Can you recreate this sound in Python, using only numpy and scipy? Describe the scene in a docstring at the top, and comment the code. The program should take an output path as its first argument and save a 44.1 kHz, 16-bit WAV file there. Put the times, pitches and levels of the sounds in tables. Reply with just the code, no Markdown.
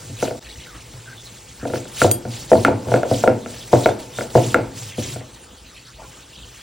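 """Stone knocks on stone: a roller strikes a pitted slab and is dragged over wet food, close to the microphone.
Each knock rings slab, roller and floor, and a hard kitchen echoes it; each stroke hisses, rumbles and drones.
A bangle clinks once as a set of beating metal modes; behind lie a faint trickle of filtered noise, room tone,
and gurgles and rustles made of clustered small tones. Early on the sound drops out once and fades back in."""
import sys
import numpy as np
from scipy import signal
from scipy.fft import rfft, irfft, next_fast_len
from scipy.io import wavfile
from scipy.ndimage import uniform_filter1d

SR = 44100
rng = np.random.default_rng(int(sys.argv[2]) if len(sys.argv) > 2 else 0)


def generate_wav(signal):
    """Clip the signal to [-1, 1] and save it as 16-bit WAV at the path in sys.argv[1]."""
    frames = np.transpose(np.atleast_2d(signal))
    scaled = np.clip(frames, -1, 1) * 32767
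    pcm = np.round(scaled).astype(np.int16)
    wavfile.write(sys.argv[1], SR, pcm)


N = 291942

# Blows of the roller on the slab. Each row: start in seconds, slab level in dB, floor thump level in dB,
# roller level in dB, slab brightness in dB per octave.
BLOWS = [(0.096, -31, -27, -56, -11.5), (0.226, -7.5, -29.5, -14.5, 2.3), (0.253, -30, -37, -26, 7),
         (0.278, -20, -43, -25, 7), (0.309, -19, -35, -26, 0), (0.344, -28.5, -44, -47, -4),
         (0.939, -39, -31.5, -42, -3), (1.628, -21, -27, -36, -10), (1.653, -13.5, -40, -23.5, 5),
         (1.7, -21.5, -27, -29, -5), (1.736, -13.5, -28, -18, -1), (1.757, -31, -29, -21.5, 3),
         (1.854, -29.5, -50, -31, -1), (2.017, -5, -18, 0.5, -0.5), (2.045, -1.5, -13.5, -36, 2.5),
         (2.252, -19, -26.5, -26.5, -3), (2.517, 3.5, -22, -20.5, 4), (2.531, -5.5, -36, -40, -2),
         (2.554, -9, -15.5, -23, 5), (2.649, -9, -30, 3.5, -0.5), (2.681, -2.5, -25, -36, 2),
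         (2.708, -15, -17.5, -34, -1.5), (2.87, -20, -23, -42, -4.5), (2.885, -17.5, -26, -30, 10),
         (2.918, -6.5, -22.5, -19, 7.5), (2.94, -3, -42, -9, -0.5), (2.959, -15, -28, -18, 6),
         (2.972, -12.5, -35, -28, 0.1), (3.032, -9, -43, -14.5, 7), (3.055, -16.5, -43.5, -40, -1),
         (3.113, -3, -15.5, -29.5, -1), (3.238, -1.5, -33, -12, 8.5), (3.259, -18, -38, -35, -3),
         (3.276, 0, -44, -4.5, 2.5), (3.299, -33, -20, -31, -4), (3.46, -23, -45, -22, -3),
         (3.731, 3.5, -12, -29, 3), (3.756, -12, -32, -22, 6), (3.859, 1, -24.5, -3.5, 7),
         (3.889, -12, -28.5, -17, 9), (4.186, -15.5, -31, -14.5, 1.5), (4.209, -17.5, -56, -15, 2),
         (4.353, 3, -12, -24, 3), (4.376, -8.5, -22, -21, 2.5), (4.544, -8, -36, 2, -2),
         (4.556, -8, -24, -35, 1.5), (4.583, -12, -23.5, -32, 0.1), (4.982, -14, -27, -49, -8),
         (5.009, -45, -25.5, -51, -2), (5.16, -21.5, -30.5, -32, -4.5), (5.21, -29.5, -49, -57, 2)]
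# Modes of the floor, the stone slab and the stone roller.
# Each row: frequency in Hz, level in dB, time to fall 60 dB in seconds.
FLOOR_MODES = [(101.9, -3.5, 0.26), (120.5, 2, 0.27)]
SLAB_MODES = [(240, -8, 0.099), (276.7, -8, 0.13), (343.2, -1.5, 0.058), (505.8, 2, 0.06),
              (596.4, -3.5, 0.069), (645, -1.5, 0.061), (697.6, -4.5, 0.052), (863, -4.5, 0.024)]
ROLLER_MODES = [(1080, -8, .018), (1410, 3, .028), (1700, -3, .017), (2140, -3, .013), (2700, -9, .009),
                (3600, -18, .006)]
# The one dropout: start in seconds, fade-in in seconds.
DROPOUT = (.3945, .035)


def amp(db):
    """Amplitude of a level in dB."""
    return 10 ** (np.asarray(db) / 20)


def unit(x):
    """x scaled to an RMS of 1."""
    return x / np.sqrt(np.mean(x ** 2) + 1e-20)


def along(points, hz):
    """Curve through (Hz, value) points, straight on a log frequency axis."""
    f, v = np.transpose(points)
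    return np.interp(np.log(hz + 1), np.log(f + 1), v)


def filtered(x, response):
    """x passed through a complex response of frequency."""
    m = next_fast_len(N + SR // 2)
    return irfft(rfft(x, m) * response(np.fft.rfftfreq(m, 1 / SR)), m)[..., :N]


def patchy(patchy_db, wide, long):
    """Two unrelated white noises sharing patches of random gain, wide in bins and long in frames."""
    z = signal.stft(rng.standard_normal((2, N)), nperseg=256)[2]
    field = uniform_filter1d(rng.standard_normal(z.shape[1:]), wide, 0)
    field = uniform_filter1d(field, long, 1)
    return signal.istft(z * amp(patchy_db * unit(field)), nperseg=256)[1][:, :N]


def resonant(modes, blur):
    """Response of a body as a sum of resonances of alternating sign; blur widens them."""
    def response(f):
        total = 0
        for k, (hz, db, t60) in enumerate(modes):
            width = blur * np.log(1000) / (np.pi * t60)
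            total = total + (-1) ** k * amp(db) * 1j * f * width / (hz * hz - f * f + 1j * f * width)
        return total
    return response


def struck(modes, t, cycles, tilt_db):
    """One blow, peak 1: each mode swells over a few of its own cycles, so the low ones arrive last.
    tilt_db (per octave) dulls a soft contact; neighbouring high modes start in opposite directions."""
    ring = 0
    for k, (hz, db, t60) in enumerate(modes):
        size, detune = rng.standard_normal(2)
        sign = np.cos(np.pi * k * (hz > 1e3))
        level = amp(db + tilt_db * np.log2(hz / 1e3) + 2.2 * size - 60 * t / t60)
        swell = (1 - np.exp(-t * hz / cycles)) ** 2
        ring = ring + sign * level * swell * np.sin(2 * np.pi * hz * (1 + .015 * detune) * t)
    return ring / np.abs(ring).max()


def kitchen_echo(x):
    """Reverberation through a fresh pair of noise tails; each frequency dies at its own speed."""
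    # Each row: frequency in Hz, time to fall 60 dB in seconds.
    echo_decay = [(150, 0.8), (500, 0.23), (1500, 0.28), (4000, 0.16)]
    hz, t, z = signal.stft(rng.standard_normal((2, SR // 2)), SR, nperseg=256)
    fade = amp(-60 * t / along(echo_decay, hz)[:, None])
    tail = signal.istft(z * fade, SR, nperseg=256)[1]
    delayed = np.pad(x, (500, 0))[None]  # samples of silence before the echo
    return signal.fftconvolve(delayed, tail / np.linalg.norm(tail[0]), axes=1)


def knocks():
    """Slab, roller and floor ring together with a noisy crack; the hard walls answer each blow."""
    out, t = np.zeros((2, N + 2 * SR)), np.arange(SR // 2) / SR
    brief = t[:SR // 8]
    last = 0
    for s, slab_db, thump_db, roller_db, bright_db in BLOWS:
        soft = np.clip((slab_db - roller_db) / 20, 0, 1)  # food under the roller cushions the contact
        slab = amp(slab_db) * struck(SLAB_MODES, brief, cycles=0.64, tilt_db=bright_db)
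        roller = amp(roller_db) * struck(ROLLER_MODES, brief, cycles=.5, tilt_db=2 - 9 * soft)
        thump = amp(thump_db) * struck(FLOOR_MODES, t, cycles=1.0, tilt_db=-9)
        crack = amp(roller_db - 14.5 - 60 * brief / .006) * rng.standard_normal(len(brief))
        echo = kitchen_echo(amp(-7.5) * slab + amp(-17.5) * roller)
        if s > DROPOUT[0] > last:
            out[:, round(DROPOUT[0] * SR):] = 0  # tails of the earlier blows end at the dropout
        last = s
        at = round(s * SR)
        out[0, at:at + len(t)] += thump
        out[0, at:at + len(brief)] += slab + roller + crack
        out[:, at:at + echo.shape[1]] += echo
    return out[:, :N]


def rattle():
    """Chatter of the roller that dies away after each blow, in proportion to the roller's level."""
    under_blow_db, decay_db_per_s = -25.5, 142
    blows = np.zeros(N)
    for s, slab_db, thump_db, roller_db, bright_db in BLOWS:
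        blows[round(s * SR)] = amp(roller_db + under_blow_db)
    decay = amp(-decay_db_per_s * np.arange(SR // 2) / SR)
    return signal.fftconvolve(blows, decay)[:N].clip(0)


def pressure(release_db_per_s, order):
    """Rise, hold and release of every stroke, summed in power with the fingers' level.
    order picks the level: 0 hiss, 1 rumble, 2 drone."""
    # Strokes of the roller. Each row: moment of full pressure in seconds, rise in seconds, hold in seconds,
    # grit hiss level in dB, slab rumble level in dB, floor drone level in dB.
    roller_strokes = [(0.0, .01, .14, -42.5, -50, -40), (0.229, 0.099, 0.025, -30, -42, -48),
                      (1.255, 0.068, 0.009, -44, -58, -60), (1.675, 0.018, .005, -37, -46, -42),
                      (1.753, 0.059, 0.023, -33.5, -65, -51), (1.882, .04, 0.0106, -41, -72, -51),
                      (2.015, 0.098, 0.027, -22, -56, -36), (2.333, 0.11, 0.1, -34, -52.5, -40),
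                      (2.506, 0.035, 0.15, -32, -40, -41), (2.912, 0.13, 0.057, -34.5, -31, -29),
                      (3.108, 0.073, 0.13, -30, -50, -35), (3.495, 0.055, 0.2, -38, -65.5, -45.5),
                      (3.729, .03, 0.15, -30.5, -33, -40), (3.996, 0.011, .005, -35, -41, -51),
                      (4.186, 0.12, 0.042, -32.5, -45, -39), (4.304, 0.014, .005, -38, -66, -47),
                      (4.351, 0.03, 0.17, -29.5, -38, -28), (4.775, 0.073, 0.12, -34.5, -55, -36.5),
                      (4.99, 0.048, .15, -31.5, -49, -32), (5.343, 0.018, .005, -45.5, -69, -55)]
    # Fingers gathering the food between strokes. Each row: time in seconds, grit hiss level in dB,
    # slab rumble level in dB, floor drone level in dB.
    fingers = [(0, -46, -59, -46), (.5, -44.5, -52.5, -54), (1, -46.5, -52.5, -46),
               (1.6, -44.5, -55, -49.5), (2.2, -51.5, -49.5, -41.5), (3.4, -45.5, -46.5, -48.5),
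               (4.7, -49, -52, -45), (5.4, -54, -51.5, -60.5), (5.9, -56, -60.5, -54.5),
               (6.07, -45.5, -50.5, -50), (6.25, -52.5, -55, -52), (6.62, -45, -57, -54)]
    rise_db, sag_db_per_s = 21, 14  # climb during the rise, slackening in the hold
    t = np.arange(0, N + 32, 32) / SR
    power = amp(np.interp(t, *np.transpose(fingers)[[0, 1 + order]])) ** 2
    for s, rise, hold, *levels in roller_strokes:
        since = t - s
        climb = rise_db * np.minimum(since, 0) / (rise + 1 / SR)
        sag = sag_db_per_s * np.clip(since, 0, hold)
        release = release_db_per_s * np.maximum(since - hold, 0)
        power += amp(levels[order] + climb - sag - release) ** 2
    return np.interp(np.arange(N) / SR, t, np.sqrt(power))


def strokes():
    """Grit on the pitted face: dense grains hiss, coarser bumps shake slab and floor, chatter grates."""
    # Spectrum of the grit. 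Each row: frequency in Hz, relative level in dB per Hz.
    grit = [(700, -4), (1600, -4), (3000, 1), (5500, 0.5), (7900, 2.5), (9500, -1), (10800, 0.5),
            (12500, -5), (15900, -5)]
    hiss_release, heavy_release = 217, 102  # dB per s; rumble and drone die more slowly than the hiss
    impacts = (rng.random(N) < .008) * rng.exponential(9.5, N)
    grains = 1 + 0.61 * uniform_filter1d(impacts, size=24)
    hiss = unit(filtered(grains * patchy(2.84, wide=6, long=5), lambda hz: amp(along(grit, hz))))
    rumble = unit(filtered(rng.standard_normal((2, N)), resonant(SLAB_MODES, blur=1.4)))
    drone = unit(filtered(rng.standard_normal((2, N)), resonant(FLOOR_MODES, blur=2.85)))
    crunch = unit(filtered(grains * rng.standard_normal((2, N)), resonant(ROLLER_MODES, blur=3.4)))
    chatter = rattle()
    out = amp(0.4) * chatter ** 1.19 * crunch  # the chatter also grates in the roller, fading faster there
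    out += pressure(hiss_release, order=0) * hiss
    out += (pressure(heavy_release, order=1) + chatter) * rumble
    out += pressure(heavy_release, order=2) * drone
    return out


def bangle():
    """A thin metal ring taps the stone; its modes come in close pairs that beat, with a noisy tick."""
    # Modes of the ring. Each row: frequency in Hz, level in dB, time to fall 60 dB in seconds.
    ring_modes = [(3273, -24, .26), (4759, -17, .17), (6767, -14, .13), (8597, -4, .15), (9017, -18, .1),
                  (10920, 1, .16), (13500, -2, .12)]
    # The one clink: start in seconds, level in dB.
    clink = (2.1135, -13.5)
    out, t = np.zeros((2, N)), np.arange(SR // 2) / SR
    s, db = clink
    splits = rng.uniform(0.0025, 0.0058, len(ring_modes))
    ring = 0
    for (hz, level, t60), split in zip(ring_modes, splits):
        pair = np.sin(2 * np.pi * hz * t) + 0.43 * np.sin(2 * np.pi * hz * (1 + split) * t)
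        ring = ring + amp(level - 60 * t / t60) * pair
    tick = 2.0 * amp(-60 * t / 0.013) * np.diff(rng.standard_normal((2, len(t) + 1)))
    out[:, round(s * SR):][:, :len(t)] = amp(db) * (ring * [[1], [.3]] + tick)
    return out


def water_and_rustles():
    """A patchy distant trickle over the room tone, with short gurgles and rustles,
    each a cluster of small decaying tones around one pitch."""
    # Spectrum of trickle and room tone. Each row: frequency in Hz, relative level in dB per Hz.
    kitchen = [(25, -12), (36, -9), (50, 16.5), (120, 4), (300, 2.5), (600, -10), (1200, -5), (2200, -6.5),
               (3200, -5), (5000, -9), (8000, -7.5), (12000, -14.5), (16000, -16)]
    # Short gurgles and rustles. Each row: start in seconds, pitch in Hz, length in seconds,
    # pitch spread (0-1, roughly), level in dB.
    clusters = [(0.174, 3060, 0.045, 0.53, -37), (.36, 3900, 0.038, 0.2, -46),
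                (0.427, 2790, 0.11, 0.99, -35), (0.488, 3960, 0.026, 0.09, -38),
                (0.593, 2880, 0.06, 0.76, -37), (0.667, 1530, 0.025, 0.12, -45.5),
                (0.713, 1255, 0.071, .15, -46), (0.754, 2520, 0.092, 0.5, -46),
                (1.066, 1537, 0.061, 0.09, -38), (1.175, 3500, 0.041, 0.04, -39),
                (1.256, 3970, 0.033, 0.2, -39.5), (1.597, 1505, 0.044, 0.34, -40),
                (3.6, 3470, .03, .15, -37), (3.833, 3780, 0.021, 0.11, -31.5),
                (3.89, 3530, 0.036, 0.03, -37.5), (4.142, 3630, 0.047, 0, -37.5),
                (4.901, 2590, 0.052, 0.65, -37), (5.337, 3900, 0.042, 0.3, -46),
                (5.66, 4000, 0.046, 0.1, -44), (5.748, 2980, 0.036, 0.65, -41.5),
                (5.852, 4550, 0.044, 0.56, -39.5), (5.983, 800, 0.074, 1.05, -40),
                (6.334, 3140, 0.1, 0.35, -35.5), (6.534, 3020, 0.057, 0.3, -45)]
    trickle = filtered(patchy(3.8, wide=5, long=14), lambda hz: amp(along(kitchen, hz)))
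    out = np.pad(amp(-44.5) * unit(trickle), ((0, 0), (0, SR)))
    t = np.arange(SR // 40) / SR
    for s, hz, length, spread, db in clusters:
        for when, pitch, size in rng.random((40, 3, 2)).mean(2):  # 40 tones, mostly near the middle
            tone = np.sin(2 * np.pi * hz * np.exp(1.48 * spread * (pitch - .5)) * t)
            blip = tone * np.exp(-t * hz / 9) * (1 - np.exp(-t / 0.00024))
            at = round((s + (1.5 * when - .25) * length) * SR)
            out[0, at:][:len(t)] += amp(db - 5.3 * size) * blip
    return out[:, :N]


def scene():
    """Row 0 of each source reaches left and right alike, row 1 is what differs between them."""
    # Likeness of left and right, set by band. Each row: frequency in Hz, likeness (1 is identical).
    alike = [(120, 1), (350, .9), (700, .66), (1050, .5), (1500, .82), (1900, 1), (5000, 1), (5900, .86),
             (10300, .83), (11300, 1), (13200, 1), (14100, .78)]
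    # Phase of left against right, set by band. Each row: frequency in Hz, phase in radians.
    phase = [(100, 0), (900, .25), (1900, 0), (5100, 0), (5900, -.6), (7900, -1.6), (10500, -2.7),
             (11200, -np.pi), (13400, -np.pi), (14100, -3.8), (15700, -4.5)]
    # Each row: frequency in Hz, left minus right level in dB.
    left = [(110, 0), (200, .4), (700, 1.5), (2400, 0)]

    def shares(hz):
        turn = np.arccos(np.clip(along(alike, hz), -1, 1)) / 2
        return np.array([np.cos(turn), np.sin(turn)])

    def sides(hz):
        half = amp(along(left, hz) / 2) * np.exp(.5j * along(phase, hz))  # half the difference to each side
        return np.array([half, 1 / half])

    same, other = filtered(knocks() + strokes() + bangle() + water_and_rustles(), shares)
    return filtered(np.array([same + other, same - other]), sides)


def record(dry):
    """A brief dropout, clipping of the loudest blows, then the band limit and full scale."""
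    top_hz = 15950
    s, fade = DROPOUT
    since = np.arange(N) / SR - s
    x = dry * np.where(since < 0, 1, np.clip(since / fade, .04, 1))
    x = x / (1 + np.abs(x) ** 24) ** (1 / 24)  # nearly hard clipping
    return np.clip(filtered(x, lambda hz: hz < top_hz), -1, 1)


dry = scene()
out = record(dry)
generate_wav(out)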